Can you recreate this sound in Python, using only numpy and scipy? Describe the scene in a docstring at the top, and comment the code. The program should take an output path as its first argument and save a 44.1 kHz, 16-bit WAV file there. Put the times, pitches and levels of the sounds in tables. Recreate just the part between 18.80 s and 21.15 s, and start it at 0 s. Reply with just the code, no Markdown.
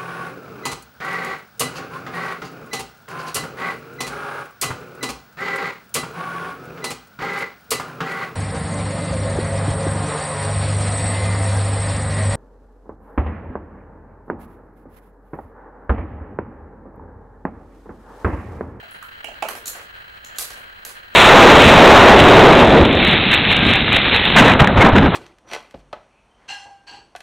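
"""A plastic clothespin, nosed out of a plastic bowl by a dog, clacks and skids on a parquet floor.
Each impact is a brief broadband force that excites damped modes: first the hollow bowl's, then the
peg's own. Paws tap between the clacks. A living room answers each hit with echoes and a diffuse
tail, over a low rumble, hiss, a thin whine and the whirr of a camera."""
import sys
import numpy as np
from scipy import signal
from scipy.fft import rfft, irfft
from scipy.io import wavfile

SR = 44100
rng = np.random.default_rng(int(sys.argv[2]) if len(sys.argv) > 2 else 0)


def file_out(sig):
    """Save sig as 16-bit WAV at sys.argv[1]."""
    # one column per channel
    cols = np.atleast_2d(sig).T
    # limit, then scale
    lim = np.clip(cols, -1, 1)
    pcm = np.round(lim * 32767).astype(np.int16)
    wavfile.write(sys.argv[1], SR, pcm)


N = 103635

# Room noise common to both ears, and differing between them: (frequency [Hz], relative density [dB])
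AIR_MID_SPECTRUM = [(20, -15), (87, -7.5), (169, -11.5), (347, -15.5), (600, -11), (1080, -12),
                    (1640, -2.5), (2280, -10.5), (3090, -8), (3760, -20.5), (4080, -12), (5240, -30),
                    (7510, -32), (15000, -36)]
AIR_SIDE_SPECTRUM = [(20, -38), (256, -26.5), (555, -16), (1050, -17), (1590, -6.5), (2280, -18.5),
                     (3090, -17.5), (3760, -29), (4200, -22.5), (4820, -39), (15000, -67)]
# Noise bands of the camera's whirr: (centre [Hz], width [Hz], level [dB])
WHIRR_BANDS = [(1598, 33, -59), (3160, 160, -65), (4014, 200, -64.5)]
# Peg and muzzle against the bowl:
# (time [s], bowl level [dB], click level [dB], wall pitch [Hz], wall level [dB], dullness [dB/octave])
BOWL_KNOCKS = [(0.030, -19, -35, 1410, -31, 13.5), (0.2262, -37, -27, 1380, -12.5, 8),
               (0.4441, -12.5, -13, 2880, -10.5, 12.5), (0.4865, -13, -24.5, 2755, -31, 9.5),
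               (0.6239, -1.5, -7.5, 2540, -9.5, -4.5), (0.6276, 2, -30, 2780, -12.5, 6),
               (0.6856, -11.5, -12.5, 1100, -11, -6), (0.7520, -16.5, -25, 2270, -33, 11)]
# Modes of the whole bowl: (frequency [Hz], relative level [dB], t60 [s])
BOWL_MODES = [(300, -24.5, 0.0131), (467, -17, 0.017), (536, -22, 0.0089), (674, 0.5, 0.024),
              (812, 8.5, 0.012), (1297, -3, 0.021), (1790, -6, 0.0065), (2330, -11, 0.015),
              (3200, -14, 0.003)]
# Modes of a patch of its wall: (ratio to the wall pitch [1], relative level [dB])
WALL_MODES = [(.815, -4), (.95, -3), (0.998, 2.5), (1.085, -4)]
# Clacks of the peg; the one at 1.609 s is a room echo of the clack just before:
# (time [s], thud level [dB], crack level [dB], treble shelf [dB],
# rattle time constant [s], timbre [name], ring level [dB], room tail gain [dB])
PEG_CLACKS = [(0.1108, -58, -33.5, 10, 0.0033, "spring", -28, 7.5),
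              (0.2270, -45, -27.5, 9, 0.0025, "tip", -39, 5.5),
              (0.6872, -8.5, -9.5, 13.5, 0.00088, "tip", -10, 4.5),
              (0.7522, -17, -20, -12, 0.00074, "tip", -22.5, 6),
              (0.8575, -22.5, -14, -7, 0.0018, "edge", -9.5, 5),
              (0.8675, -28, -19, 14, .003, "edge", -11.5, 5),
              (0.8715, -23.5, -9.5, 9, .004, "edge", -12.5, 8),
              (0.8785, -36, -11.5, 5, 0.0013, "edge", -8.5, -2.5),
              (0.8800, -20, -11, 3, .002, "edge", -12.5, 1), (1.4472, -51, -27, -11, .001, "edge", -17, 3),
              (1.5603, -52, -33, -2, 0.0035, "edge", -27, 11),
              (1.5846, -13.5, -6, -11, 0.0021, "flat", -3, -2),
              (1.5868, -23, -3, -1, 0.0055, "flat", -18, 4.5),
              (1.5942, -13.5, -18, 2, 0.0014, "flat", -17, 0.5),
              (1.6090, -19, -7.5, -5.5, .007, "tip", -40, 9),
              (1.7043, -18, -16, -13.5, .004, "flat", -23, 3),
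              (1.7740, -23, -29, -2, 0.0036, "spring", -43, 7.5),
              (2.0502, -17, -10, -3.5, 0.0022, "flat", -16, 2.5),
              (2.0920, -18.5, -17.5, -12, 0.0083, "spring", -23.5, 1),
              (2.3435, -23, -24.5, -18, 0.0071, "flat", -32, 16.5)]
# Timbres of the peg's ring, in the order of the level columns below: (timbre [name])
PEG_TIMBRES = ["tip", "edge", "flat", "spring"]
# Peg modes, relative levels by timbre: (frequency [Hz], tip [dB], edge [dB], flat [dB], spring [dB])
PEG_MODES = [(4340, -2, -3.5, -26, -27), (4720, -6, -12, -29, -30), (5050, -32, -21, -3, -34),
             (6130, -1, -13, -1.5, -28), (6840, -19, 0, 4, -11), (7240, -28, 2.5, -27, -24),
             (8500, -26, -6, 0.5, -28), (10440, 2, -8, -8, 9), (11940, 8, -3, 0, -12),
             (12300, 6, -12, -10, -18)]
# Paws on the parquet: (time [s], pad level [dB], claw level [dB])
PAW_TAPS = [(0.950, -15.5, -21.5), (1.014, -25, -29), (2.115, -32, -27.5)]
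# Spectra of the contacts: (frequency [Hz], relative level [dB])
CLICK_SPECTRUM = [(80, -19), (250, -7), (500, -4), (1500, -3.5), (2800, 2), (4000, -7), (5200, -8.5),
                  (7000, -4), (15000, -20)]
CRACK_SPECTRUM = [(800, -71), (2300, -12), (3300, -6.5), (4300, -1.5), (5500, -5), (7000, -1), (8500, 0),
                  (11500, 4.5), (13500, 2), (16000, -12)]
THUD_SPECTRUM = [(80, -20), (270, -12.5), (570, 4.5), (850, -0.5), (1400, 4.5), (2200, -3), (3200, -9.5),
                 (6000, -48.5)]
# Reverberation time: (frequency [Hz], t60 [s])
ROOM_DECAY = [(200, 0.74), (700, 0.21), (2000, 0.36), (5500, 0.27), (15000, 0.2)]
# Stereo width of the tail: (frequency [Hz], side over mid [dB])
ROOM_WIDTH = [(100, -12), (700, -19.5), (1300, 2), (2500, -1.5), (5000, 1.5), (9000, -7), (14000, -18)]
# Early reflections: (delay [s], left gain [1], right gain [1])
REFLECTIONS = [(.0026, 0.49, 0.99), (.0104, 0.1, 0.43), (.0148, 0.23, 0.23), (0.0257, 0.14, 0.33)]
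# Lean of bowl and floor sounds: (frequency [Hz], right ear boost and left ear cut [dB])
BOWL_PAN = [(200, -1.5), (750, 1.5), (1400, 2.5), (2800, 6), (5000, 2.5), (10000, -1)]
FLOOR_PAN = [(500, 0.17), (4000, 1), (9000, 0.071)]

BOWL_BUILD_S, FLOOR_BUILD_S = 0.02, 0.013  # time constants of the tail's build-up


def amp(db):
    """Decibels to amplitude ratio."""
    return 10 ** (np.asarray(db) / 20)


def curve_at(points, hz):
    """Interpolation on a log-frequency axis."""
    f, value = np.transpose(points)
    return np.interp(np.log(hz + 1), np.log(f + 1), value)


def unit(x):
    """Normalisation to unit energy."""
    return x / np.sqrt(np.sum(x ** 2) + 1e-20)


def noise(gain):
    """Spectral shaping of white noise, scaled to rms 1."""
    return np.sqrt(N) * unit(irfft(rfft(rng.standard_normal(N)) * gain, N))


def background(flutter_db=2.12, flutter_hz=50, whine_hz=15660):
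    """Random amplitude modulation flutters the hiss and camera whirr; rumble and whine stay steady."""
    t, hz = np.arange(N) / SR, np.fft.rfftfreq(N, 1 / SR)

    def band(centre_hz, width_hz):
        return noise(1 / (1 + (2 * (hz - centre_hz) / width_hz) ** 2))

    mid = amp(-47) * noise(amp(curve_at(AIR_MID_SPECTRUM, hz)))
    whirr = sum(amp(db) * band(centre, width) for centre, width, db in WHIRR_BANDS)
    side = amp(-43) * noise(amp(curve_at(AIR_SIDE_SPECTRUM, hz)))
    flutter = amp(flutter_db * band(0, 2 * flutter_hz))
    rumble = amp(-57) * band(centre_hz=43.7, width_hz=55)
    whine = amp(-61) * np.sin(2 * np.pi * whine_hz * t)
    return (np.array([mid + side, mid - side]) + whirr) * flutter + rumble + whine


def ring(modes, rise_s=1e-4, cut_hz=282, size=8192):
    """Free vibration: damped modes, detuned at each blow, with little energy below cut_hz."""
    t = np.arange(size) / SR
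    tones = sum(amp(db - 60 * t / t60) * np.sin(2 * np.pi * hz * (1 + 0.01 * rng.standard_normal()) * t)
                for hz, db, t60 in modes)
    low_cut = signal.butter(2, cut_hz, "high", fs=SR, output="sos")
    return unit(signal.sosfilt(low_cut, tones * (1 - np.exp(-t / rise_s))))


def contact(spectrum, decay_s, shelf_db=0, shelf_hz=9100, size=8192):
    """Contact noise in two rows: a filtered rattle for the ear, the filter's own tick for the room."""
    t, hz = np.arange(size) / SR, np.fft.rfftfreq(size, 1 / SR)
    rattle = unit(rng.standard_normal(size) * np.exp(-t / decay_s))
    rattle[0] += .4  # sharp onset
    shelf = shelf_db / (1 + (shelf_hz / (hz + 1)) ** 6)
    cepstrum = irfft(np.log(amp(curve_at(spectrum, hz) + shelf)))
    # Minimum phase packs the energy at the onset.
    causal_fold = np.r_[1, np.full(size // 2 - 1, 2), 1, np.zeros(size // 2 - 1)]
    response = np.exp(rfft(cepstrum * causal_fold))
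    return np.array([unit(irfft(rfft(rattle) * response)), unit(irfft(response))])


def diffuse_tail(build_s, size):
    """Dense random echoes decay exponentially; the tail's stereo image narrows in the high treble."""
    t = np.arange(size) / SR
    echoes = rng.standard_normal((2, size)) * (rng.random(size) < .15)
    hz, frame_s, spectra = signal.stft(echoes, SR, nperseg=256)
    spectra *= amp(-60 * frame_s / curve_at(ROOM_DECAY, hz)[:, None])
    width = amp(curve_at(ROOM_WIDTH, hz))[:, None]
    spectra[1] *= width
    mid, side = signal.istft(spectra / np.hypot(1, width), SR, nperseg=256)[1][:, :size]
    return np.sqrt(2) * unit(np.array([mid + side, mid - side]) * (1 - np.exp(-t / build_s)))


def in_room(sound, pan, build_s, tail_db, size=28672):
    """Convolution with direct path, reflections and tail; a level difference at the ears sets direction."""
    tail = amp(tail_db) * diffuse_tail(build_s, size)
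    early = np.zeros((2, size))
    early[:, 0] = 1
    for delay, *gains in REFLECTIONS:
        early[:, round(delay * SR * (1 + .05 * rng.uniform(-1, 1)))] += gains
    n = size + sound.shape[1]
    to_ear, to_room = rfft(sound, n)
    lean_db = np.outer([-1, 1], curve_at(pan, np.fft.rfftfreq(n, 1 / SR)))
    return irfft((to_ear * rfft(early, n) + to_room * rfft(tail, n)) * amp(lean_db), n)[:, :size]


def bowl_knock(bowl_db, click_db, wall_hz, wall_db, dullness, wall_t60=0.018, rise_s=0.0009):
    """Shell resonance: a click rings the bowl and a patch of its wall; soft blows favour low modes."""
    body = ring([(hz, db - dullness * np.log2(hz), t60) for hz, db, t60 in BOWL_MODES], rise_s)
    wall = ring([(wall_hz * ratio, db, wall_t60) for ratio, db in WALL_MODES], rise_s)
    click = contact(CLICK_SPECTRUM, decay_s=0.0024)
    sound = amp(bowl_db) * body + amp(click_db) * click + amp(wall_db) * wall
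    return in_room(sound, BOWL_PAN, BOWL_BUILD_S, tail_db=-1.5)


def peg_clack(thud_db, crack_db, shelf_db, decay_s, timbre, ring_db, tail_db):
    """Modal vibration: the peg thuds, cracks and rings; the balance of its modes sets the timbre."""
    longest_t60, damping_hz = .008, 9000  # high modes die fastest
    modes = [(hz, levels[PEG_TIMBRES.index(timbre)], longest_t60 / (1 + (hz / damping_hz) ** 4))
             for hz, *levels in PEG_MODES]
    peg = amp(ring_db) * ring(modes)
    thud = amp(thud_db) * contact(THUD_SPECTRUM, decay_s)
    crack = amp(crack_db) * contact(CRACK_SPECTRUM, decay_s, shelf_db)
    return in_room(thud + crack + peg, FLOOR_PAN, FLOOR_BUILD_S, tail_db)


def paw_tap(pad_db, claw_db):
    """Contact stiffness: the soft pad gives a long, dull tap on the wood, the claw a brief tick."""
    pad = amp(pad_db) * contact(THUD_SPECTRUM, decay_s=0.015)
    claw = amp(claw_db) * contact(CRACK_SPECTRUM, decay_s=0.0021, shelf_db=-13)
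    return in_room(pad + claw, FLOOR_PAN, FLOOR_BUILD_S, tail_db=7)


def scene():
    """Superposition of knocks, clacks and taps on the background, in stereo."""
    mix = background()
    for events, source in ((BOWL_KNOCKS, bowl_knock), (PEG_CLACKS, peg_clack), (PAW_TAPS, paw_tap)):
        for time_s, *settings in events:
            start = round(time_s * SR)
            sound = source(*settings)[:, :N - start]
            mix[:, start:start + sound.shape[1]] += sound
    return mix


def record(dry):
    """Band limiting by a linear-phase low-pass filter."""
    lowpass = signal.firwin(511, cutoff=16050, window=("kaiser", 9), fs=SR)
    return signal.oaconvolve(dry, lowpass[None], "same")


dry = scene()
out = record(dry)
file_out(out)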